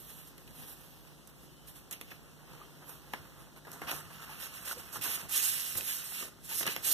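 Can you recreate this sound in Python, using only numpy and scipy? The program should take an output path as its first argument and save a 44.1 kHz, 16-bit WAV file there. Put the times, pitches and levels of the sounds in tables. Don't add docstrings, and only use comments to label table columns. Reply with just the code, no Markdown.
import sys
import numpy as np
from scipy import signal
from scipy.fft import rfft, irfft, next_fast_len
from scipy.io import wavfile
from scipy.ndimage import uniform_filter1d

SR = 44100
rng = np.random.default_rng(int(sys.argv[2]) if len(sys.argv) > 2 else 0)


def store_wav(level_fs):
    pcm = np.round(np.clip(np.atleast_2d(level_fs), -1, 1) * 32767)
    wavfile.write(sys.argv[1], SR, pcm.T.astype(np.int16))


def field_ratio(decibels):
    return 10 ** (np.asarray(decibels, dtype=float) / 20)


N = 305613
HZ = np.fft.rfftfreq(2 * next_fast_len(N // 2 + 4096, True), 1 / SR)

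# frequency_hz, level_db
AIR_COLOUR = [(30, 12.5), (50, -2), (80, -4.5), (150, 0.5), (300, -5), (700, -18), (1500, -31.5),
              (3000, -23), (5000, -22.5), (9000, -25.5), (12500, -27.5), (14500, -29)]
AIR_DB = -52
# pitch_hz, width_hz, level_db
DRONES = [
    (49.6, 11, -60),
    (148.75, 3.5, -59.5),
    (171, 2.9, -68),
]
UPPER_DRONES_DROP_S, DRONE_FADE_S = 4.5, 0.1
DRONE_STEADINESS = 0.7

# start_s, sliding_speed_db, grip_pressure_db, lean_to_left_db
HANDS = [(0, -51.5, -66, 0), (.28, -57, -61, 1), (.33, -70.5, -59.5, 0.5), (.5, -62.5, -60.5, 0.5),
         (.83, -58.5, -58.5, 0.5), (1.26, -68.5, -61.5, 1.5), (1.618, -69, -61, 1.5),
         (2.4, -70, -58.5, 0.5), (3.05, -68, -58.5, -2), (3.3, -66.5, -56.5, -1.5), (3.62, -79, -63, -1.5),
         (3.72, -60, -54.5, -1.5), (4.08, -64.5, -52.5, -1), (5.27, -77.5, -54.5, -1),
         (6.232, -49.5, -55, 0), (6.378, -78, -61.5, 0.5), (6.46, -50.5, -61, 1), (6.93, -54, -52.5, -1)]
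EDGE_FROM_SPEED = 0.37
EDGE_DB, THUD_DB = -6.5, -4.5
# peak_s, fade_s, paper_db, edge_db, board_db
BRUSHES = [(.1, 0.044, -52, -60, -72), (.19, 0.086, -58, -60.5, -63), (.395, 0.025, -66, -84, -59),
           (.6, 0.14, -51, -58.5, -67), (0.689, 0.058, -46, -70, -55), (.81, 0.019, -54, -70, -70),
           (1.295, 0.02, -60, -67, -75), (1.42, 0.15, -63, -74, -63), (1.54, 0.034, -77, -67, -72),
           (1.687, 0.044, -48.5, -72, -69), (1.76, 0.055, -54, -66, -75), (1.94, 0.044, -52, -54, -71),
           (2.019, 0.093, -62, -61, -73), (2.11, 0.072, -57, -56, -66), (2.52, 0.23, -68, -62, -55.5),
           (2.826, 0.034, -66, -66, -47.5), (2.899, 0.098, -51.5, -65, -52), (3.13, 0.21, -71, -65, -73),
           (3.4, 0.066, -61, -70, -57), (3.572, 0.035, -60, -64, -52)]
BRUSH_RISE = 0.49
# peak_s, thud_db, board_db
NUDGES = [(.17, -52, -76), (.48, -49, -68), (.6, -46.5, -63), (1.42, -59, -80), (2.02, -72, -82),
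          (2.09, -56, -69), (2.52, -52, -69), (3.13, -53.5, -74), (3.24, -58, -71), (3.4, -53, -64),
          (3.71, -69, -73), (3.842, -50, -53), (3.942, -47, -54), (4.05, -49, -82), (4.774, -51, -49),
          (4.99, -45, -49), (5.07, -49, -45.5), (5.25, -52, -52), (5.79, -54, -44), (6.156, -70, -61),
          (6.231, -67, -46.5), (6.34, -60, -66), (5.16, -58, -53), (6.55, -54, -50), (6.452, -49, -70),
          (6.62, -50, -46), (6.68, -47.5, -60), (6.8, -53, -52), (6.878, -55, -47.5)]
NUDGE_RISE_S, NUDGE_FADE_S = 0.036, 0.08
# peak_s, rise_s, fade_s, paper_db, edge_db
DRAWS = [(3.942, 0.067, 0.078, -45.5, -50.5), (4.138, 0.038, 0.24, -59.5, -57),
         (4.44, 0.18, 0.19, -54, -54.5), (4.56, 0.047, 1, -54, -57.5), (5.13, 0.088, 0.16, -50, -50),
         (5.341, 0.032, 0.52, -32.5, -40), (5.7, 0.24, 0.088, -66, -66), (5.884, 0.064, 0.18, -36.5, -44),
         (6.05, 0.017, 0.11, -43, -54), (6.198, 0.13, 0.082, -40.5, -45), (6.522, 0.048, 0.17, -54, -44.5),
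         (6.595, 0.092, 0.052, -32.5, -55), (6.674, 0.031, 0.11, -50, -39),
         (6.72, 0.046, 0.029, -38.5, -58), (6.851, 0.022, 0.19, -32.5, -41.5),
         (6.875, .025, 0.07, -32, -60), (6.915, 0.016, .1, -29, -60)]
STOP = 0.62
# start_s, length_s, board_db, edge_db, paper_db
SLIPS = [(3.867, 0.044, -45.5, -38, -61), (3.936, 0.073, -55, -62, -49), (4.211, 0.033, -54, -49, -47.5),
         (4.288, 0.049, -56, -49.5, -51), (4.391, 0.079, -54, -45.5, -42), (4.528, 0.056, -59.5, -49, -47),
         (4.644, 0.03, -56, -45, -40.5), (4.671, .058, -51, -43.5, -35.5), (4.772, 0.037, -70, -52, -44),
         (4.918, 0.029, -51.5, -55, -38.5), (4.946, 0.025, -49.5, -48, -39.5),
         (5.008, 0.15, -56.5, -41, -33.5), (5.176, 0.038, -54.5, -50, -41.5),
         (5.283, 0.053, -60, -45.5, -36.5), (5.349, 0.03, -54, -51, -26), (5.418, 0.08, -63, -53, -28.5),
         (5.762, 0.023, -68, -44.5, -28.5), (6.433, 0.023, -71, -60, -45), (5.145, 0.026, -64, -53, -42),
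         (6.482, 0.034, -67, -50, -38)]
PULL_S = 3.65

# start_s, board_db, edge_db, paper_db, t60_s
SCUFFS = [(0.099, -62, -56, -45, 0.1), (0.27, -70, -70, -47, 0.23), (0.688, -69, -68, -55, 0.072),
          (1.069, -65, -53.5, -54, 0.11), (1.673, -73, -54, -44, 0.12), (1.754, -68, -61, -49.5, 0.45),
          (1.913, -74, -58, -35, 0.094), (1.924, -59, -37.5, -28, 0.077), (2.11, -51, -41, -56, 0.041),
          (2.892, -66, -65, -34.5, 0.048), (3.141, -50.5, -53, -51, 0.14), (3.668, -43.5, -48, -50, 0.038),
          (3.728, -50.5, -60, -39, 0.14), (3.821, -44.5, -47, -50, 0.1), (3.909, -39, -41, -26, 0.079),
          (5.034, -45.5, -34.5, -28.5, 0.15), (6.481, -58, -62, -53, 0.13), (6.678, -47, -42, -49, 0.15)]
# start_s, board_knock_db, edge_crack_db, paper_tick_db, t60_s
SNAPS = [(0.38, -63, -52, -53, 0.028), (0.476, -71, -53, -57, 0.036), (1.274, -66, -60, -46, 0.008),
         (1.911, -53.5, -49, -37, 0.036), (2.012, -50, -38.5, -41, 0.019),
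         (3.135, -39.5, -37.5, -67, 0.024), (3.562, -60, -61, -59, 0.013), (3.7168, -56, -52, -38.5, 0.011),
         (3.8172, -39.5, -43, -55, 0.018), (3.914, -41, -32, -40, 0.013), (4.711, -45, -48, -35, 0.0099),
         (5.754, -45, -36, -35.5, 0.0097), (6.629, -42, -32.5, -51, 0.028), (6.655, -42, -42, -53, 0.022),
         (6.666, -38.5, -46, -26, 0.027), (6.6755, -38.5, -27, -44, 0.022),
         (6.7635, -32.5, -25.5, -59, 0.0073), (1.278, -75, -75, -51, .012), (4.676, -50, -44, -50, 0.018),
         (3.65, -55.5, -55.5, -64, 0.03), (6.779, -45, -52, -58, 0.014), (6.687, -43, -44, -54, 0.016),
         (5.176, -42.5, -52, -54, 0.011), (5.7755, -54, -48, -39, .007), (5.785, -49, -46, -42, 0.0072),
         (5.809, -54, -33, -47, .01), (6.225, -47.5, -48, -52, 0.015), (6.608, -41, -48, -55, 0.021),
         (6.702, -51, -52, -52, 0.014), (3.8745, -43, -43, -53, 0.0095), (2.117, -47, -49, -58, .012),
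         (6.122, -46, -53, -52, 0.0093)]
# start_s, length_s, pitch_hz, level_db
SQUEAKS = [
    (1.482, 0.22, 3060, -68),
    (2.376, 0.54, 3150, -72),
]
SQUEAK_WIDTH_HZ = 63
# start_s, peak_db, pitch_hz, t60_s
RINGS = [(2.615, -33, 1195, 0.039), (3.136, -23.5, 860, 0.03), (3.1354, -30, 440, 0.03),
         (3.136, -26, 1193, 0.026), (3.1362, -28, 1000, 0.038), (3.138, -34, 210, 0.052),
         (3.199, -32, 97, 0.13), (3.136, -24, 1680, 0.032), (3.818, -23.5, 735, 0.018),
         (4.294, -37.5, 870, 0.1), (4.712, -17.5, 1435, 0.015), (4.772, -34, 495, 0.055),
         (5.057, -28, 1580, 0.047), (5.755, -30, 102, 0.21), (6.225, -30.5, 1190, 0.033),
         (6.514, -36, 897, 0.066), (6.673, -23, 1640, 0.022)]

# frequency_hz, level_db
SKIN_COLOUR = [(1500, -14), (3500, -11), (5500, -14.5), (8000, -9.5), (10000, -5), (12500, 0),
               (14000, -1.5)]
# frequency_hz, level_db
PAPER_COLOUR = [(1500, -26), (3500, -12.5), (5500, -8), (8000, -4.5), (10000, -3.5), (12500, 0.5),
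                (14000, -2.5)]
# frequency_hz, level_db
EDGE_COLOUR = [(700, -27), (1500, -8.5), (2600, 3), (3500, -6), (5500, -7.5), (8000, -20.5), (12000, -7.5)]
# frequency_hz, level_db
RUB_COLOUR = [(100, -34.5), (250, 1.5), (600, -2.5), (900, -1.5), (1350, -1), (2000, -5.5), (3500, -22.5)]
# frequency_hz, level_db
DRAG_COLOUR = [(100, -22), (250, -13), (600, -7), (900, -5.5), (1350, 0), (2000, -5.5), (3500, -24.5)]
# frequency_hz, level_db
PALM_COLOUR = [(100, -17), (250, 0.5), (450, 2), (900, -8), (1350, -14), (2000, -1.5), (3500, -15)]
# frequency_hz, level_db
THUD_COLOUR = [(30, -56), (50, 0.5), (100, 7.5), (170, 7.5), (300, -6.5), (600, -21.5)]
# frequency_hz, level_db
KNOCK_COLOUR = [(80, -7), (200, 2.5), (500, -4), (900, -8), (1500, -4.5), (2200, 2.5), (4000, -34)]

# frequency_hz, level_db
SHADE = [(300, -0.5), (1500, -3.5), (4000, -6), (8000, -8.5), (13000, -10)]
# frequency_hz, share (0 to 1)
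ALIKE = [(60, 0.77), (300, 0.88), (700, 0.34), (1500, 0.17), (4000, 0.4), (12000, 0)]
# frequency_hz, t60_s
ROOM = [(200, 0.054), (1500, 0.078), (5000, 0.31), (13000, 0.018)]
# frequency_hz, level_db
CROSS = [(60, -4), (400, -1), (1100, -1), (2300, -2.5), (3000, -5), (3800, -7), (4400, -4.5), (5000, -4.5),
         (5700, -9), (7100, -7), (13000, -9)]
CROSS_S, CROSS_LAG_HZ = 0.00039, 3050
# frequency_hz, drift_radians
WANDER = [(300, .03), (2300, .1), (4600, .35), (7000, .8), (13000, 1.3)]
# frequency_hz, threshold_db
HOLE = [(1100, -15), (1900, -11), (2100, -4.5), (2400, -4), (2650, -9), (3500, -10), (4300, -3),
        (4900, -2.5), (5400, -7), (5900, -9), (7100, -5.5), (8000, -9), (12000, -11)]
# time_s, threshold_shift_db
HOLLOW = [(0, -1), (.25, 6), (.33, -4.5), (.45, -3), (.54, 1.5), (.74, 0), (.85, -13), (1.25, -9),
          (1.33, 1), (1.6, -2), (1.75, 2), (2, 1.5), (2.3, 0), (2.62, 0.5), (2.8, -2), (2.92, 0),
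          (3.11, -7), (3.22, 1.5), (3.42, 3), (3.55, 0), (3.7, -5), (3.8, 0), (3.9, -7), (4, 3), (4.1, -9),
          (4.3, 1), (4.6, 3), (4.7, -3), (4.85, 0), (5, -5), (5.1, 1), (5.2, 4.5), (5.43, -2), (5.5, -6.5),
          (5.7, -4), (5.82, -2), (5.88, 1.5), (6.1, 2), (6.16, -4), (6.4, -1), (6.5, -4), (6.6, -4),
          (6.7, -6.5), (6.93, -6)]
ONSET_DB = 5
EDGE_HZ = 14270


def evened(x):
    return x / np.sqrt(np.mean(x ** 2) + 1e-20)


def smoothed(x, first_size, first_axis, second_size, second_axis):
    x = uniform_filter1d(x, size=first_size, axis=first_axis)
    return evened(uniform_filter1d(x, size=second_size, axis=second_axis))


def read(points, hz):
    f, value = np.transpose(points)
    return np.interp(np.log(hz + 1), np.log(f + 1), value)


def shaped(x, response):
    size = 2 * (len(HZ) - 1)
    return irfft(rfft(x, size) * response, size)[..., :N]


def causal(points):
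    log_gain = np.log(field_ratio(read(points, np.fft.rfftfreq(8192, 1 / SR))))
    full = np.concatenate([log_gain, log_gain[-2:0:-1]])
    taps = np.fft.ifft(np.exp(np.conj(signal.hilbert(full)))).real[:2048]
    return taps / np.linalg.norm(taps)


def coloured(x, points):
    return signal.oaconvolve(x, causal(points)[None], axes=1)[:, :min(N, x.shape[1])]


def changed(x, before, after):
    at = round(PULL_S * SR)
    return np.concatenate([coloured(x[:, :at], before), coloured(x[:, at:], after)], axis=1)


def flicker(seconds):
    size = max(int(seconds * SR), 2)
    x = uniform_filter1d(rng.standard_normal(N), size, mode="wrap")
    return evened(uniform_filter1d(x, size, mode="wrap"))


def ports(common, own, shade=1):
    share = np.clip(read(ALIKE, HZ), 0, 1)
    weights = np.array([share, np.sqrt(1 - share ** 2)])
    left = shaped(np.array([common, own]), shade * weights).sum(0)
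    return np.array([left, common])


def hush():
    air = evened(coloured(rng.standard_normal((2, N)), AIR_COLOUR))
    air = air * field_ratio(AIR_DB + 0.55 * flicker(0.078))
    running = np.clip((UPPER_DRONES_DROP_S - np.arange(N) / SR) / DRONE_FADE_S, 0.4, 1)
    for hz, width_hz, db in DRONES:
        drone = shaped(rng.standard_normal((2, N)), 1 / (1 + ((HZ - hz) / width_hz) ** 4))
        power = uniform_filter1d(drone ** 2, size=4000).clip(1e-14)
        drone = drone / power ** (DRONE_STEADINESS / 2)
        air = air + field_ratio(db) * evened(drone) * (running if hz > 100 else 1)
    return ports(*air)


def swells(t, peak_s, rise_s, fade_s, *parts_db):
    late = t - peak_s[:, None]
    far = np.maximum(late / fade_s[:, None], -late / rise_s[:, None])
    shape = field_ratio(-20 * np.minimum(far + STOP * far ** 4, 20))
    return field_ratio(2 * np.array(parts_db)) @ shape


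def motion():
    t = np.arange(0, N / SR + 0.002, 0.002)
    s, *controls = np.transpose(HANDS)
    speed_db, grip_db, lean_db = (np.interp(t, s, c) for c in controls)
    edge_db = EDGE_DB + EDGE_FROM_SPEED * speed_db + (1 - EDGE_FROM_SPEED) * grip_db
    power = field_ratio(2 * np.array([speed_db, edge_db, grip_db, grip_db - 99, grip_db + THUD_DB]))
    s, fade_s, *parts_db = np.transpose(BRUSHES)
    power[:3] += swells(t, s, BRUSH_RISE * fade_s, fade_s, *parts_db)
    power[:2] += swells(t, *np.transpose(DRAWS))
    s, thud_db, board_db = np.transpose(NUDGES)
    rise_s, fade_s = np.full(len(s), NUDGE_RISE_S), np.full(len(s), NUDGE_FADE_S)
    power[3:] += swells(t, s, rise_s, fade_s, board_db, thud_db)
    return [np.interp(np.arange(N) / SR, t, v) for v in (*np.sqrt(power), lean_db)]


def grains(per_s, spread_db):
    size_db = spread_db * np.minimum(rng.exponential(1, (2, N)), 3.5)
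    size = field_ratio(size_db) * rng.standard_normal((2, N))
    return evened(size * (rng.random((2, N)) < per_s / SR))


def patchy(x, patchy_db):
    z = signal.stft(x, nperseg=256)[2]
    field = smoothed(rng.standard_normal(z.shape[1:]), 6, 0, 14, 1)
    return evened(signal.istft(z * field_ratio(patchy_db * field), nperseg=256)[1][:, :N])


def sliding():
    fizzing, scraping, rubbing, flexing, thudding, lean_db = motion()
    jerk, chatter = flicker(0.019), flicker(0.0046)
    board, edge, paper = slips()

    fizz = patchy(changed(grains(17000, 0.48), SKIN_COLOUR, PAPER_COLOUR), patchy_db=1.5)
    scrape = patchy(coloured(grains(9000, 1.9), EDGE_COLOUR), patchy_db=0.5)
    bumps = grains(3000, 1.4)
    rub = patchy(changed(bumps, RUB_COLOUR, DRAG_COLOUR), patchy_db=0.5)
    flex = coloured(bumps[::-1], PALM_COLOUR)
    thud = coloured(grains(600, 2.7), THUD_COLOUR)

    mix = fizz * np.hypot(fizzing * field_ratio(6.0), paper) * field_ratio(0.62 * jerk + 0.21 * chatter)
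    mix += scrape * np.hypot(scraping * field_ratio(5.0), edge) * field_ratio(0.48 * jerk + 0.15 * chatter)
    mix += rub * np.hypot(rubbing * field_ratio(-5.5), board) * field_ratio(1.02 * jerk + 0.99 * chatter)
    mix += flex * flexing * field_ratio(-4.0 + 1.3 * jerk)
    mix += thud * thudding * field_ratio(-0.5)
    return mix * field_ratio([-lean_db, lean_db])


def bursts(events, rise_s, colours, click):
    t, out = np.arange(6000) / SR, np.zeros((3, 2, N + 6000))
    noise = rng.standard_normal((len(events), 3, 2, len(t)))
    rise = 1 - np.exp(-t / np.array(rise_s)[:, None])
    for (s, *parts_db, t60), burst in zip(events, noise):
        ring_s = max(t60, 0.002) * np.array([2.5, 1.1, 0.6])[:, None]
        level = field_ratio(np.array(parts_db)[:, None] - 60 * t / ring_s)
        at = round(s * SR)
        out[:, :, at:at + len(t)] += burst * (level * rise)[:, None]
        out[:, :, at + 12] += click * level[:, :1] * [[1], [0.55], [1]]
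    return sum(coloured(o, c) for o, c in zip(out, colours))


def scuffs():
    colours = (RUB_COLOUR, EDGE_COLOUR, PAPER_COLOUR)
    return field_ratio(1.0) * bursts(SCUFFS, (0.004, 0.003, 0.002), colours, click=0)


def snaps():
    colours = (KNOCK_COLOUR, EDGE_COLOUR, PAPER_COLOUR)
    return field_ratio(6.5) * bursts(SNAPS, (0.0008, 0.0003, 0.0001), colours, click=4.27)


def squeaks():
    t, out = np.arange(N) / SR, np.zeros(N)
    for s, length_s, hz, db in SQUEAKS:
        resonance = 1 / (1 + ((HZ - hz) / SQUEAK_WIDTH_HZ) ** 2)
        whistle = evened(shaped(rng.standard_normal(N), resonance))
        out += field_ratio(db) * whistle * np.sin(np.pi * np.clip((t - s) / length_s, 0, 1))
    return out


def rings():
    t, out = np.arange(6000) / SR, np.zeros(N + 6000)
    rise = 1 - np.exp(-t / 0.00022)
    for s, peak_db, hz, t60 in RINGS:
        at = round(s * SR)
        decay = field_ratio(peak_db - 60 * t / max(t60, 0.01))
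        out[at:at + len(t)] += decay * rise * np.sin(2 * np.pi * hz * t)
    return out[:N] * field_ratio(-11.5)


def slips():
    t, level = np.arange(12000) / SR, np.zeros((3, N))
    for s, length_s, *parts_db in SLIPS:
        at = round(s * SR)
        gate = np.clip(t / 0.012, 0, 1) * np.exp(-np.maximum(t - length_s, 0) / 0.0075)
        level[:, at:at + len(t)] += field_ratio(np.array(parts_db))[:, None] * gate
    return level


def room(x):
    hz, t, z = signal.stft(rng.standard_normal((2, SR // 2)), SR, nperseg=256)
    tail = signal.istft(z * field_ratio(-60 * t / read(ROOM, hz)[:, None]), SR, nperseg=256)[1]
    tail = np.pad(tail, ((0, 0), (200, 0)))
    return signal.fftconvolve(x, tail / np.linalg.norm(tail[0]), axes=1)[:, :N]


def scene():
    handling = sliding() + snaps() + scuffs() + rings() + squeaks()
    near = ports(*handling, shade=field_ratio(read(SHADE, HZ)))
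    return near + field_ratio(-12.5) * room(near) + hush()


def kept_bands(pair, hz, t, edges):
    power = np.add.reduceat(uniform_filter1d(abs(pair) ** 2, size=3, axis=2), edges, axis=1)
    band_hz = hz[edges]
    mood_db = 2.8 * smoothed(rng.standard_normal(power.shape), 2, 1, 3, 2)
    mood_db -= 2.5 * np.outer(band_hz > 6000, t > 4.95)
    shift_db = np.interp(t, *np.transpose(HOLLOW))
    mood_db += 0.9 * shift_db * (abs(band_hz - 4800) < 1000)[:, None]
    kept = power > power[::-1] * field_ratio(2 * (read(HOLE, band_hz)[:, None] + mood_db))
    total = power[:, 20:].sum((0, 1))
    return kept | (total > field_ratio(2 * ONSET_DB) * np.roll(total, 2))


def widen(dry):
    hz, t, z = signal.stft(dry, SR, nperseg=1024)
    drift = smoothed(rng.standard_normal(z.shape), 9, 1, 5, 2)
    lag = 2 * np.pi * hz * CROSS_S + np.arctan(hz / CROSS_LAG_HZ)
    phase = lag[:, None] + read(WANDER, hz)[:, None] * drift
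    cross = field_ratio(read(CROSS, hz)[:, None]) * np.exp(-1j * phase)
    left, right = z - cross * z[::-1]
    pair = np.array([left + right, left - right]) / 2
    edges = np.unique(np.round(np.geomspace(40, 553, 46)) - 40).astype(int)[:-1]
    kept = kept_bands(pair, hz, t, edges)
    mid, side = pair * np.repeat(kept, np.diff(edges, append=len(hz)), axis=1)
    return signal.istft(np.array([mid + side, mid - side]), SR, nperseg=1024)[1][:, :N]


def overshoot(x):
    band = 1 / (1 + (EDGE_HZ / (HZ + 1)) ** 400) / (1 + (HZ / 15000) ** 30)
    top = shaped(x, band)
    power = (top ** 2).mean(0)
    brief = uniform_filter1d(power, size=150)
    crest = brief / (uniform_filter1d(power, size=4000) + 1e-16)
    gain = np.minimum(field_ratio(-10.0), field_ratio(-74.0) / np.sqrt(abs(brief) + 1e-16))
    gate = np.clip((crest - 4.5) / 3.0, 0, 1) * (np.arange(N) < N - 2000)
    return gain * top * gate


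def roll_off(x):
    return signal.sosfilt(signal.butter(12, 15450, fs=SR, output="sos"), x)


def record(dry):
    wide = widen(dry)
    band = 1 / (1 + (HZ / EDGE_HZ) ** 400) / (1 + (46 / (HZ + 1)) ** 10)
    mix = shaped(wide, band) + overshoot(wide)
    return roll_off(mix)


dry = scene()
out = record(dry)
store_wav(out)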